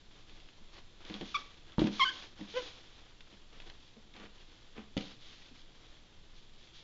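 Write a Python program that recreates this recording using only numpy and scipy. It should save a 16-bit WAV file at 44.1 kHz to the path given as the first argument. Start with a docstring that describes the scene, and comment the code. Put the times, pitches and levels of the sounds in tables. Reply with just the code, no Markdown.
"""In a small room, a hand stirs damp shredded paper in a plastic tote.
The strips rustle and crackle: random tiny slips and short bursts of noise, filtered to sound like paper.
Knuckles bump the tub, which rings as a set of fading sine waves.
Damp skin sticks and slips on the wall in short squeaks, built from harmonics and a scrape.
A quiet room tone lies underneath, and reflections of tub and room surround it all."""
import sys
import numpy as np
from scipy import signal
from scipy.fft import rfft, irfft
from scipy.io import wavfile

SR = 44100
rng = np.random.default_rng(int(sys.argv[2]) if len(sys.argv) > 2 else 0)


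def put_to_file(sound):
    """Save the sound as 16-bit audio at rate SR, in the file named by the first command-line argument."""
    columns = np.atleast_2d(sound).T  # one column per channel
    safe = np.clip(columns, -1, 1)
    whole_steps = np.round(safe * 32767)
    wavfile.write(sys.argv[1], SR, whole_steps.astype(np.int16))


N = 301291
TIME = np.arange(N) / SR  # seconds

# The quiet room's spectrum: (frequency [Hz], relative level [dB])
ROOM_SPECTRUM = [(20, 17), (35, -10), (55, -0.5), (80, -5), (130, -7.5), (200, -11.5), (330, -14),
                 (600, -19.5), (1500, -28), (7000, -32)]
# Hand against the tub, before overall trims: (time [s], thud level [dB], contact tick level [dB])
HAND_BUMPS = [(.317, -49.5, -62), (0.609, -51.5, -68), (1.098, -32.5, -37), (1.141, -28.5, -32.5),
              (1.211, -23, -33.5), (1.783, -12.5, -50), (1.793, -23, -25.5), (1.818, -17.5, -42),
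              (1.841, -17.5, -32), (1.87, -21, -27), (2.394, -35, -64), (2.410, -27.5, -40.5),
              (3.326, -45, -51), (3.968, -47.5, -53), (4.164, -46, -40), (4.199, -44, -42),
              (4.242, -45.5, -50), (4.779, -34.5, -46), (4.968, -28, -29), (4.975, -30, -24.5),
              (5.009, -38, -33), (5.512, -46.5, -81)]
# Ways the loaded tub rings: (frequency [Hz], relative level struck at the far side [dB],
# relative level struck at the near end [dB], time to fade by 60 dB [s])
TUB_MODES = [(70, -22.5, -32, 0.11), (120, -20.5, -8, 0.056), (174, -8.5, -12.5, 0.035),
             (205.7, -9.5, -6.5, 0.15), (230.4, -8, -3, 0.082), (271, -4.5, -3.5, 0.036),
             (319, -3.5, -9, 0.059), (356, -23.5, -20, 0.038), (449, -17.5, -7, 0.045),
             (527, -18, -10.5, 0.062), (557, -15.5, -21, 0.041), (763, -27, -23, 0.13),
             (897, -12.5, -19, 0.013)]
# Skin sliding on the wall: (start [s], length [s], slip rate at mid-slide [1/s], bend at the ends [octaves],
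# glide over the slide [octaves], level [dB], drop at the ends [dB], overtone brightness [dB])
SKIN_SLIDES = [(1.343, .027, 1126, 0.26, -0.018, -27, 4, 2.5),
               (1.995, 0.052, 1048, 0.17, -0.047, -22, 3.5, -2),
               (2.05, 0.048, 1510, 0.114, 0.069, -32.5, -1, 2.5),
               (2.538, .074, 510, -0.2, 0.078, -29, 19, -10.5)]
# How well the wall radiates a squeak: (frequency [Hz], gain [dB])
WALL_GAIN = [(450, 1.5), (1100, -1.5), (1550, -1.5), (2150, -5.5), (2600, -8.5), (3100, -2.5), (3400, -8.5),
             (3800, -17), (4500, -19.5), (5600, -22.5), (7000, -62)]
# Strips snapping, before an overall trim: (time [s], level [dB])
STRIP_SNAPS = [(0.2944, -46.5), (0.401, -48.5), (0.487, -48.5), (0.877, -59), (1.05, -42.5), (1.72, -46),
               (3.2067, -44), (3.601, -42.5), (3.6198, -45.5), (3.699, -41.5), (4.1392, -47.5)]
# Spectrum of a single crack: (frequency [Hz], relative level [dB])
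CRACK_SPECTRUM = [(300, -1.5), (800, -8.5), (1500, -5.5), (2400, -0.5), (3400, 5), (4200, -1.5),
                  (5200, -12), (6800, -16.5), (7600, -36)]
# Spectrum of loose strips: (frequency [Hz], relative level [dB])
LOOSE_SPECTRUM = [(400, -26), (1500, -10), (2300, -5), (2700, -4), (3400, 3.5), (4000, -1), (5000, -6.5),
                  (6000, -10.5), (6900, -14), (7600, -41.5)]
# Spectrum of packed strips: (frequency [Hz], relative level [dB])
PACKED_SPECTRUM = [(120, -9.5), (220, 2.5), (330, 7), (600, 1), (1100, 1.5), (2200, -1.5), (3200, -2.5),
                   (5000, -26)]
# Strokes of the hand, before shaping and trims: (start [s], length [s],
# level of loose strips on top [dB], level of packed strips below [dB])
HAND_STROKES = [(0.115, 0.087, -66, -70.5), (0.259, .24, -65, -67.5), (0.708, 0.08, -59, -60),
                (0.99, 0.044, -61.5, -58.5), (1.046, 0.18, -55, -55), (1.229, 0.13, -53, -63.5),
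                (1.353, 0.027, -49, -53), (1.423, 0.16, -63.5, -68), (1.651, 0.083, -65.5, -60.5),
                (1.771, .10, -50, -49), (1.899, 0.081, -48, -55.5), (1.961, 0.28, -47.5, -52.5),
                (2.354, 0.11, -58.5, -60), (2.47, 0.12, -51.5, -61), (2.549, 0.14, -49, -54.5),
                (2.707, 0.1, -57.5, -62), (2.807, .28, -63, -64.5), (3.287, .05, -62.5, -67),
                (3.502, 0.12, -63.5, -61.5), (3.642, 0.061, -61.5, -60.5), (3.727, .17, -64, -74),
                (4.136, .11, -63, -55), (4.322, 0.43, -64.5, -69), (4.75, 0.041, -65, -52),
                (4.966, 0.15, -54.5, -61), (5.194, .29, -56.5, -66), (5.53, .07, -60.5, -70),
                (5.727, .27, -65, -67), (6.34, 0.036, -61, -89), (6.566, 0.12, -63, -96),
                (6.725, 0.069, -55.5, -95)]

ROOM_TONE_DB, ROOM_T60_S = -51, 0.39
CUTOFF_HZ = 7550
# From this time on the hand digs at the near end of the tub
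NEAR_END_S = 3.9
# A stroke gathers speed, slows as it goes on, and the strips settle behind it
STROKE_RISE_S, STROKE_SAG_DB_PER_S, SETTLE_DB_PER_S = 0.031, 16.5, 208
# The heap keeps shifting between strokes
IDLE_LOOSE_DB, IDLE_PACKED_DB = -67, -71.5
# The wall springs back and meets the hand again, softly
REBOUND_S, REBOUND_LOSS_DB = .012, 9.5


def from_db(db):
    """Turn decibels into gain."""
    return 10 ** (np.asarray(db) / 20)


def rms_one(x):
    """Scale a signal to an average power of 1."""
    return x / np.sqrt(np.mean(x ** 2) + 1e-20)


def at_hz(points, hz):
    """Read a spectrum's gain at any frequency, joining its points on a log axis."""
    f, level = np.transpose(points)
    return from_db(np.interp(np.log(hz + 1e-3), np.log(f), level))


def colour(x, points):
    """Filter with the given spectrum, sounding as early as it can (minimum phase), at unit power gain."""
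    size = 4096
    cepstrum = irfft(np.log(at_hz(points, np.fft.rfftfreq(size, 1 / SR))))
    # fold the second half onto the first, so that nothing sounds ahead of its cause
    cepstrum[1:size // 2] *= 2
    cepstrum[size // 2 + 1:] = 0
    response = irfft(np.exp(rfft(cepstrum)))
    return signal.oaconvolve(x, response / np.linalg.norm(response))[:N]


def drift(rate):
    """Wander by chance, with this many random points a second joined by lines, to a spread of 1."""
    knots = rng.standard_normal(N)
    return rms_one(np.interp(TIME * rate, np.arange(N), knots))


def ring(clicks, hz, t60):
    """Let each unit click start a fading sine of height about 1, as a struck object rings."""
    r = from_db(-60 / (t60 * SR))  # what is left after one sample
    w = 2 * np.pi * hz / SR
    # the tiny constant keeps the filter from crawling on near-zero numbers
    return signal.lfilter([0, np.sin(w)], [1, -2 * r * np.cos(w), r * r], clicks + 1e-18)


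def clicks_at(times, gains):
    """Place one-sample pushes at the given times."""
    out = np.zeros(N)
    np.add.at(out, (np.asarray(times) * SR).astype(int), gains)
    return out


def grains(per_s, spread_db):
    """Scatter tiny slips between strips: many faint, a few strong, pushing either way."""
    sizes = from_db(spread_db * np.minimum(rng.exponential(1, N), 4.5))
    slips = (rng.random(N) < per_s / SR) * sizes * rng.choice([-1, 1], N)
    return rms_one(slips / np.sqrt(per_s))  # busier moments get no louder here


def cracks(times, level_db, fade_s):
    """Each contact lets go in a burst of friction noise that fades within milliseconds."""
    pushes = clicks_at(times, from_db(level_db))
    envelope = signal.lfilter([1], [1, -np.exp(-1 / (fade_s * SR))], pushes + 1e-18)
    return colour(envelope * rng.standard_normal(N), CRACK_SPECTRUM)


def room_tone():
    """The quiet room is steady random noise with its own spectrum."""
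    return from_db(ROOM_TONE_DB) * colour(rng.standard_normal(N), ROOM_SPECTRUM)


def room(x, near_db, far_db, near_t60_s=.09):
    """Add quick reflections inside the tub and the room's longer tail, both as fading noise."""
    t = TIME[:SR // 2]

    def tail(t60):
        """Scattered echoes fade steadily, starting after 4 ms."""
        return rng.standard_normal(len(t)) * from_db(-60 * t / t60) * (t > .004)

    near, far = tail(near_t60_s), tail(ROOM_T60_S)
    response = from_db(near_db) * near / np.linalg.norm(near)
    response += from_db(far_db) * far / np.linalg.norm(far)
    return x + signal.oaconvolve(x, response)[:N]


def knocks(thud_db=-2.5, tick_db=-6.0, vary_db=4.0, dulling=0.047, soft_hz=300):
    """Each bump and its rebound ring the tub with varied strengths; the bump crushes paper on the wall."""
    s, thud, tick = np.transpose(HAND_BUMPS)
    rebound_s = s + REBOUND_S * rng.uniform(.7, 1.3, len(s))
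    chance = rng.standard_normal((len(s), len(TUB_MODES), 2))
    # a bump padded by paper has little tick and spares the high modes
    cushion_db = np.maximum(thud - tick, 0)
    body = np.zeros(N)
    for k, (hz, far_db, near_db, t60) in enumerate(TUB_MODES):
        octaves_up = max(np.log2(hz / soft_hz), 0)
        place_db = np.where(s < NEAR_END_S, far_db, near_db)
        mode_db = thud + place_db - dulling * cushion_db * octaves_up
        first, second = from_db(mode_db + vary_db * chance[:, k].T)
        pushes = clicks_at(s, first)
        pushes += from_db(-REBOUND_LOSS_DB) * clicks_at(rebound_s, second)
        body += (-1) ** k * ring(pushes, hz, t60)  # every other mode starts the opposite way
    return from_db(thud_db) * body + cracks(s, tick + tick_db, fade_s=0.0036)


def squeaks(scrape_db=-22):
    """Skin sticks and slips on the wall: unsteady harmonics, with a scrape of noise in every slip."""
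    jitter_hz, flutter_db, edge_s = 13, 2.8, .002
    orders = np.arange(1, 10)  # harmonic numbers
    out, unsteady = np.zeros(N), drift(900)
    friction = colour(rng.standard_normal(N), LOOSE_SPECTRUM)
    flutter = [drift(250) for k in orders]
    for start, length, mid_hz, bend, glide, level_db, drop_db, bright_db in SKIN_SLIDES:
        on = (TIME > start) & (TIME < start + length)
        along = (TIME[on] - start) / length - .5  # -0.5 at the start, 0.5 at the end
        off_centre = np.abs(2 * along)
        # pitch bends and level changes away from mid-slide
        hz = mid_hz * 2 ** (bend * off_centre ** 2 + glide * along)
        phase = 2 * np.pi * np.cumsum(hz + jitter_hz * unsteady[on]) / SR
        edges = np.clip((1 - off_centre) * length / 2 / edge_s, 0, 1)
        grip = edges * from_db(level_db - drop_db * off_centre)
        out[on] += grip * from_db(scrape_db) * friction[on] * (1 + np.cos(phase))
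        for k in orders:
            # brightness and flutter touch only the harmonics above the first
            overtone_db = (k > 1) * (bright_db + flutter_db * flutter[k - 1][on])
            out[on] += grip * at_hz(WALL_GAIN, k * hz) * from_db(overtone_db) * np.sin(k * phase)
    return out


def stirring():
    """Levels of loose and packed strips in dB: all strokes share one rise, sag and settling."""
    t = TIME[::50]  # a coarse clock is enough
    start, length, *levels_db = np.transpose(HAND_STROKES)
    age = np.maximum(t[:, None] - start, 0)
    fade_db = STROKE_SAG_DB_PER_S * age + SETTLE_DB_PER_S * np.maximum(age - length, 0)
    power = (np.minimum(age / STROKE_RISE_S, 1) * from_db(-fade_db)) ** 2
    curves = []
    for idle_db, stroke_db in zip((IDLE_LOOSE_DB, IDLE_PACKED_DB), levels_db):
        total = from_db(idle_db) ** 2 + power @ from_db(stroke_db) ** 2
        curves.append(np.interp(TIME, t, 10 * np.log10(total)))
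    return curves


def snaps(snap_db=-3.5, faint_per_s=12, faint_over_db=3):
    """Single stiff strips buckle: a few at set times, and random faint ones that follow the stirring."""
    s, level_db = np.transpose(STRIP_SNAPS)
    at = np.flatnonzero(rng.random(N) < faint_per_s / SR)
    faint_db = stirring()[0][at] + faint_over_db
    times = np.append(s, at / SR)
    return cracks(times, np.append(level_db + snap_db, faint_db), fade_s=.004)


def paper(loose_db=-0.12, packed_db=0.0, slips_per_s=5000, rubs_per_s=2500, clump_db=0.66, lump_db=2.0):
    """Strips slide over each other in clumps; a harder stir sets more of them slipping."""
    top_db, below_db = stirring()
    effort = from_db((top_db - np.median(top_db)) / 2)  # multiplies both slip rates
    clumps = drift(80)
    loose = colour(grains(slips_per_s * effort, spread_db=1.5), LOOSE_SPECTRUM)
    packed = colour(grains(rubs_per_s * effort, spread_db=2.0), PACKED_SPECTRUM)
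    loose_gain = from_db(top_db + loose_db + clump_db * clumps)
    packed_gain = from_db(below_db + packed_db + lump_db * clumps)
    return loose * loose_gain + packed * packed_gain


def scene():
    """Paper and tub share one small room, heard from a single point: both channels are alike."""
    floor = room_tone()
    bumps = room(knocks(), near_db=-12, far_db=-8.5)
    slips = room(squeaks(), near_db=-12, far_db=-14.5)
    rustle = room(paper() + snaps(), near_db=-23.0, far_db=-11.5)
    return np.tile(rustle + bumps + slips + floor, (2, 1))


def record(dry):
    """A small microphone eases off the deepest rumble and cuts the top steeply."""
    rumble_cut = signal.butter(1, 15, "high", fs=SR, output="sos")
    top_cut = signal.ellip(10, .3, 70, CUTOFF_HZ, fs=SR, output="sos")
    return signal.sosfilt(top_cut, signal.sosfilt(rumble_cut, dry))


dry = scene()
out = record(dry)
put_to_file(out)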